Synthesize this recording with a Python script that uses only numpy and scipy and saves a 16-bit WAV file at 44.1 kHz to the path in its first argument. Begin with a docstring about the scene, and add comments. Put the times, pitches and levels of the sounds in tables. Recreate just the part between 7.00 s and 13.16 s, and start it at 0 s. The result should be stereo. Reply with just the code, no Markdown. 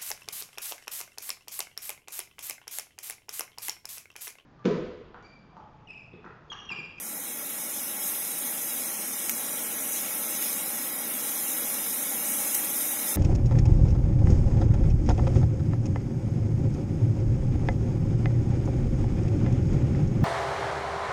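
"""Homemade smoke bomb burning outdoors

It burns on bare ground, a few metres from a hand-held phone. The smoke plume roars softly (low noise),
gas hisses from vents, cracks and pores (bands of noise) and the melt sizzles (random clicks), all growing.
Brief flares lift the hiss, gas pockets burst with a snap (ringing pulses), and the colour of the hiss flickers.
Nearby surfaces add short, dull reflections."""
import sys
import numpy as np
from scipy import signal
from scipy.fft import rfft, irfft
from scipy.io import wavfile
from scipy.ndimage import uniform_filter1d

SR = 44100
rng = np.random.default_rng(int(sys.argv[2]) if len(sys.argv) > 2 else 0)


def int16_out(signal):
    """Quantize to a 16-bit WAV file."""
    q = np.round(np.clip(np.atleast_2d(signal).T, -1, 1) * 32767)
    wavfile.write(sys.argv[1], SR, q.astype(np.int16))


N = 271656
TIME_S = np.arange(N) / SR
HZ = np.arange(N // 2 + 1) * SR / N

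# The noise spectrum of the smoke plume. Each row: frequency in Hz, relative level in dB.
PLUME_SPECTRUM = [(25, -58), (60, -34), (100, -16.5), (132, -8), (155, 3), (200, 0.9), (270, -0.2),
                  (340, -0.6), (400, -7), (450, -0.8), (540, -8.5), (630, -1), (690, -5), (750, -1),
                  (860, -5.5), (1100, -8), (1800, -7), (2800, -7), (5000, -16.5), (16000, -49)]
# The noise spectrum of the wide vents. Each row: frequency in Hz, relative level in dB.
VENT_SPECTRUM = [(500, -47), (1500, -15.5), (2800, -4.5), (3700, 2), (5200, 3.5), (6500, -12), (9000, -9),
                 (16000, -26)]
# The noise spectrum of the cracks. Each row: frequency in Hz, relative level in dB.
CRACK_SPECTRUM = [(2000, -59), (5000, -18), (6200, -1.5), (7600, 0), (8200, 1), (9500, -1), (11000, -9),
                  (16000, -39)]
# The noise spectrum of the fine pores. Each row: frequency in Hz, relative level in dB.
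PORE_SPECTRUM = [(2000, -37), (6000, -20.5), (8500, -7), (9600, -4), (10700, 1), (12000, -2), (14000, -8),
                 (15700, -8)]
# The steady burn, before the level trims in jets(). Each row: time in seconds, hiss of the fine pores in dB,
# hiss of the cracks in dB, rush of the wide vents in dB, left minus right in dB (its average is taken out).
STEADY_BURN = [(0.0, -35.5, -45, -46, 1), (0.3, -34, -42.5, -46.5, 2), (0.62, -32.5, -40.5, -43, 0),
               (0.93, -32.5, -41, -43, 2.5), (1.25, -30.5, -40, -42, 2.5), (1.45, -30, -37, -41, 1.5),
               (1.62, -31, -41, -43, 3), (1.8, -29.5, -37.5, -39, 1.5), (1.98, -32.5, -36.5, -43, -0.5),
               (2.2, -31, -37, -41, 2.5), (2.8, -30.5, -37, -43.5, 1.5), (3.0, -30.5, -39.5, -41.5, 3),
               (3.35, -29.5, -37.5, -40.5, 1.5), (3.67, -30, -39, -41, 3.5), (3.92, -31.0, -41.5, -41.5, 3),
               (4.3, -29.5, -37.5, -40, 3), (5.15, -29, -38, -41, 2.5), (5.4, -27, -35, -40.5, 1.5),
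               (5.99, -29.5, -38.5, -41.5, 2), (6.16, -29.5, -36.5, -37, 2)]
# Flare-ups as fresh fuel catches. Each row: start in seconds, time until it dies away in seconds,
# rise of the hiss in dB, rise of the wide vents in dB (a very short flare stops just under its full rise).
FLARE_UPS = [(0.75, 0.09, 0.3, 3), (0.998, 0.1, 3, 3), (2.897, 0.11, 1.5, 3), (3.401, 0.063, 1.5, 4.2),
             (3.508, 0.035, 0, 1), (4.656, 0.084, 0.6, 0), (5.274, 0.082, 1, -2), (5.517, 0.06, 2.5, -1),
             (5.728, 0.2, 1.5, 3), (6.048, 0.061, 3, 2)]
# Bursting gas pockets. Each row: time in seconds, level in dB before the trim in pops(), pitch of the snap in Hz,
# thud in dB next to the snap, ring of the crust in dB next to the snap, left minus right in dB.
GAS_POCKETS = [(2.2956, -0.5, 14000, -4.5, 8, 3), (2.2997, -0.5, 14400, -32, -24, 5),
               (3.4256, -3, 9200, -11, -10, -4), (3.433, -7, 10300, -16, -8, 2),
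               (3.5303, -6, 11000, -22, -6, 8), (5.547, -1, 10400, -14, -6, 5),
               (5.5495, -2, 12400, -30, -22, 6), (5.551, 0, 12400, -30, -18, 4),
               (5.552, 1, 10000, -26, -16, 5)]
# Reflections from things near the phone, before dulling. Each row: delay in seconds,
# signed gain at the left port, signed gain at the right port.
REFLECTIONS = [(.00172, -0.066, 0.15), (.00211, 0.21, 0.2), (.00361, 0.39, 0.57), (.00646, -0.13, -0.16)]
# How alike the two microphone ports hear the noise. Each row: frequency in Hz, likeness from 0 to 1,
# lead of the right port in radians.
PORT_LIKENESS = [(30, .6, 0), (130, .997, 0), (280, .985, 0), (400, .88, 0), (800, .92, 0), (1300, .62, .2),
                 (2200, .7, .8), (3000, .22, 2.1), (3900, .22, 2.3), (4300, .98, 3.12), (4680, .98, 3.17),
                 (5200, .15, 4), (5750, .6, 6.1), (6100, .84, 6.3), (7000, .2, 8.4), (7750, .9, 9.4),
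                 (8500, .15, 8), (11000, .12, 6.3), (15000, .15, 8.5)]
# Resonances of the left port. Each row: pitch in Hz, width in Hz, height in dB next to the direct sound.
LEFT_PORT_RESONANCES = [(335, 49, -10.5), (1285, 37, 5), (2180, 122, 5), (6470, 140, -7),
                        (9750, 270, -17.5), (11100, 370, -8.5), (12620, 650, 1.5), (13570, 340, 9),
                        (14450, 400, -3)]

# the roar of the plume: final level, how far below it starts, time constant of the growth
ROAR_DB, ROAR_GROWTH_DB, ROAR_GROWTH_S = -39, 5.5, 3.1
FLARE_ATTACK_S, FLARE_RELEASE_S = 0.037, 0.022
# for each dB that a flare lifts the hiss: rise of the cracks in dB, swing to the right in dB
FLARE_CRACKS, FLARE_SWING = 1.3, 0.55
ECHO_DULL_HZ = 3740  # here the reflections are down to half
TOP_HZ = 15680  # the treble above this is cut off


def undb(db):
    """Turn decibels into gain."""
    return 10 ** (np.asarray(db) / 20)


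def unit(x):
    """Scale to an rms (average strength) of 1."""
    return x / np.sqrt(np.mean(x ** 2))


def curves(table):
    """Join the columns of a table by straight lines in time."""
    times, *columns = np.transpose(table)
    return [np.interp(TIME_S, times, column) for column in columns]


def pan(db):
    """Left and right gains for a level difference."""
    return undb(np.array([[.5], [-.5]]) * db)


def walk(rate):
    """A wandering curve of rms 1: random levels held for 1 / rate seconds, then smoothed twice."""
    hold = max(int(SR / rate), 1)
    steps = np.repeat(rng.standard_normal(N // hold + 1), hold)
    smooth = uniform_filter1d(uniform_filter1d(steps, hold), hold)
    return unit(smooth[:N])


def resonance(hz, width_hz):
    """Complex response of one resonance, gain 1 at its centre."""
    return 1j * HZ * width_hz / (hz ** 2 - HZ ** 2 + 1j * HZ * width_hz)


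def colour(x, spectrum):
    """Give a pair of noises a spectrum and the likeness that they have at the two ports."""
    hz, db = np.transpose(spectrum)
    gain = undb(np.interp(np.log(HZ + 1), np.log(hz), db))
    port_hz, alike, lead = np.transpose(PORT_LIKENESS)
    alike = np.clip(np.interp(HZ, port_hz, alike), 0, 1)
    lead = np.interp(HZ, port_hz, lead)
    left, other = rfft(x)
    # the right port hears a turned share of the left noise, filled up with unrelated noise
    right = alike * np.exp(1j * lead) * left + np.sqrt(1 - alike ** 2) * other
    return unit(irfft(np.array([left, right]) * gain, N))


def turbulence():
    """Churning gas makes noise: two unrelated white noises."""
    return rng.standard_normal((2, N))


def plume(flutter_db=0.5):
    """The hot column of smoke roars low and flutters, growing with the fire and levelling off."""
    roar_db = ROAR_DB - ROAR_GROWTH_DB * np.exp(-TIME_S / ROAR_GROWTH_S)
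    return colour(turbulence(), PLUME_SPECTRUM) * undb(roar_db + flutter_db * walk(14))


def pops(gain_db=-1.0, snap_width_hz=5000, spray_db=-21, spray_s=0.002):
    """Each pocket bursts with a pressure pulse that rings the crust, then a brief, bright spray of gas."""
    out = np.zeros((2, N))
    crust = resonance(6200, 1000)
    thud = 2.36 * resonance(2170, 700) + resonance(2900, 1220)
    age = np.arange(SR // 50) / SR
    for start, db, snap_hz, thud_db, crust_db, pan_db in GAS_POCKETS:
        spray = undb(spray_db) * rng.standard_normal((2, len(age))) * np.exp(-age / spray_s)
        snap = (1 + rfft(spray, N)) * resonance(snap_hz, snap_width_hz)  # the 1 is the pulse
        burst = snap + undb(thud_db) * thud + undb(crust_db) * crust
        delay = np.exp(-2j * np.pi * HZ * start)
        out += irfft(burst * delay, N) * undb(db + gain_db) * pan(pan_db)
    return out


def sizzle(per_s, spread_db):
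    """Countless tiny bubbles burst in the melt as single clicks; few are large."""
    size = undb(spread_db * np.minimum(rng.exponential(size=N), np.pi))
    bursts = rng.random(N) < per_s / SR
    return unit(bursts * size * rng.choice([-1, 1], (2, N)))


def sputter(db, rate, swell_db, swell_rate=12):
    """Jets flicker quickly, differently towards each port, on top of small shared swells."""
    each_port = np.array([walk(rate), walk(rate)])
    return undb(db * each_port + swell_db * walk(swell_rate))


def flares():
    """Rise of the hiss and of the wide vents in dB: fresh fuel catches, burns on and dies away."""
    rises = 0
    for start, length, *db in FLARE_UPS:
        climb = np.clip((TIME_S - start) / FLARE_ATTACK_S, 0, 1)
        dying = np.exp(-np.maximum(TIME_S - start - length, 0) / FLARE_RELEASE_S)
        rises = rises + np.outer(db, climb * dying)
    return rises


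def jets(crack_gain_db=2.77, hiss_gain_db=-0.48, rush_gain_db=0.16, sizzle_db=-9):
    """Gas leaves by wide vents, cracks and fine pores; all follow the burn and flares, each sputters alone."""
    hiss_db, crack_db, rush_db, pan_db = curves(STEADY_BURN)
    flare_db, vent_flare_db = flares()

    rush_db = rush_db + rush_gain_db + vent_flare_db + 0.8 * walk(140)
    rush = colour(turbulence(), VENT_SPECTRUM) * undb(rush_db)

    crack_db = crack_db + crack_gain_db + FLARE_CRACKS * flare_db
    cracks = colour(turbulence(), CRACK_SPECTRUM) * undb(crack_db)
    cracks = cracks * sputter(0.8, rate=90, swell_db=1.0)

    pores = unit(turbulence() + undb(sizzle_db) * sizzle(per_s=3500, spread_db=7.5))
    hiss = colour(pores, PORE_SPECTRUM) * undb(hiss_db + hiss_gain_db + flare_db)
    hiss = hiss * sputter(0.75, rate=170, swell_db=0.38)

    # the fine jets beam their treble, so it sways between the ports
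    sway_db = pan_db - np.mean(pan_db) - FLARE_SWING * flare_db
    return rush + (cracks + hiss) * pan(sway_db)


def flicker(x, db, rate, low_hz, high_hz, count):
    """The sound flickers in colour: narrow bands dip and return, each keeping its average strength."""
    centres = np.linspace(low_hz, high_hz, count)
    spectrum = rfft(x)
    dips = [unit(undb(db * np.minimum(walk(rate), 0))) for _ in centres[1:-1]]
    gains = [1, *dips, 1]  # the outermost bands stay steady
    out = 0
    for band, gain in zip(np.eye(count), gains):
        shape = np.interp(HZ, centres, band)  # overlapping triangles that add up to 1
        out = out + irfft(spectrum * shape, N) * gain
    return out


def reflections():
    """Nearby things send back delayed, dulled copies, which ripple the spectrum differently at each port."""
    echo = sum(np.outer(gains, np.exp(-2j * np.pi * HZ * delay)) for delay, *gains in REFLECTIONS)
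    return echo / (1 + (HZ / ECHO_DULL_HZ) ** 2)


def scene():
    """The plume and the flickering jets, the pops, and the reflections of them all."""
    burn = flicker(plume() + jets(), db=22.5, rate=28, low_hz=2488, high_hz=9434, count=58)
    fire = burn + pops()
    return irfft(rfft(fire) * (1 + reflections()), N)


def record(dry):
    """The left port of the phone rings at its resonances; the top of the treble is cut off."""
    port = 1 + sum(undb(db) * resonance(hz, width) for hz, width, db in LEFT_PORT_RESONANCES)
    left = irfft(rfft(dry[0]) * port, N) * undb(-0.06)
    heard = np.array([left, dry[1]])
    treble_cut = signal.ellip(12, .1, 80, TOP_HZ, fs=SR, output="sos")
    return signal.sosfilt(treble_cut, heard)


dry = scene()
out = record(dry)
int16_out(out)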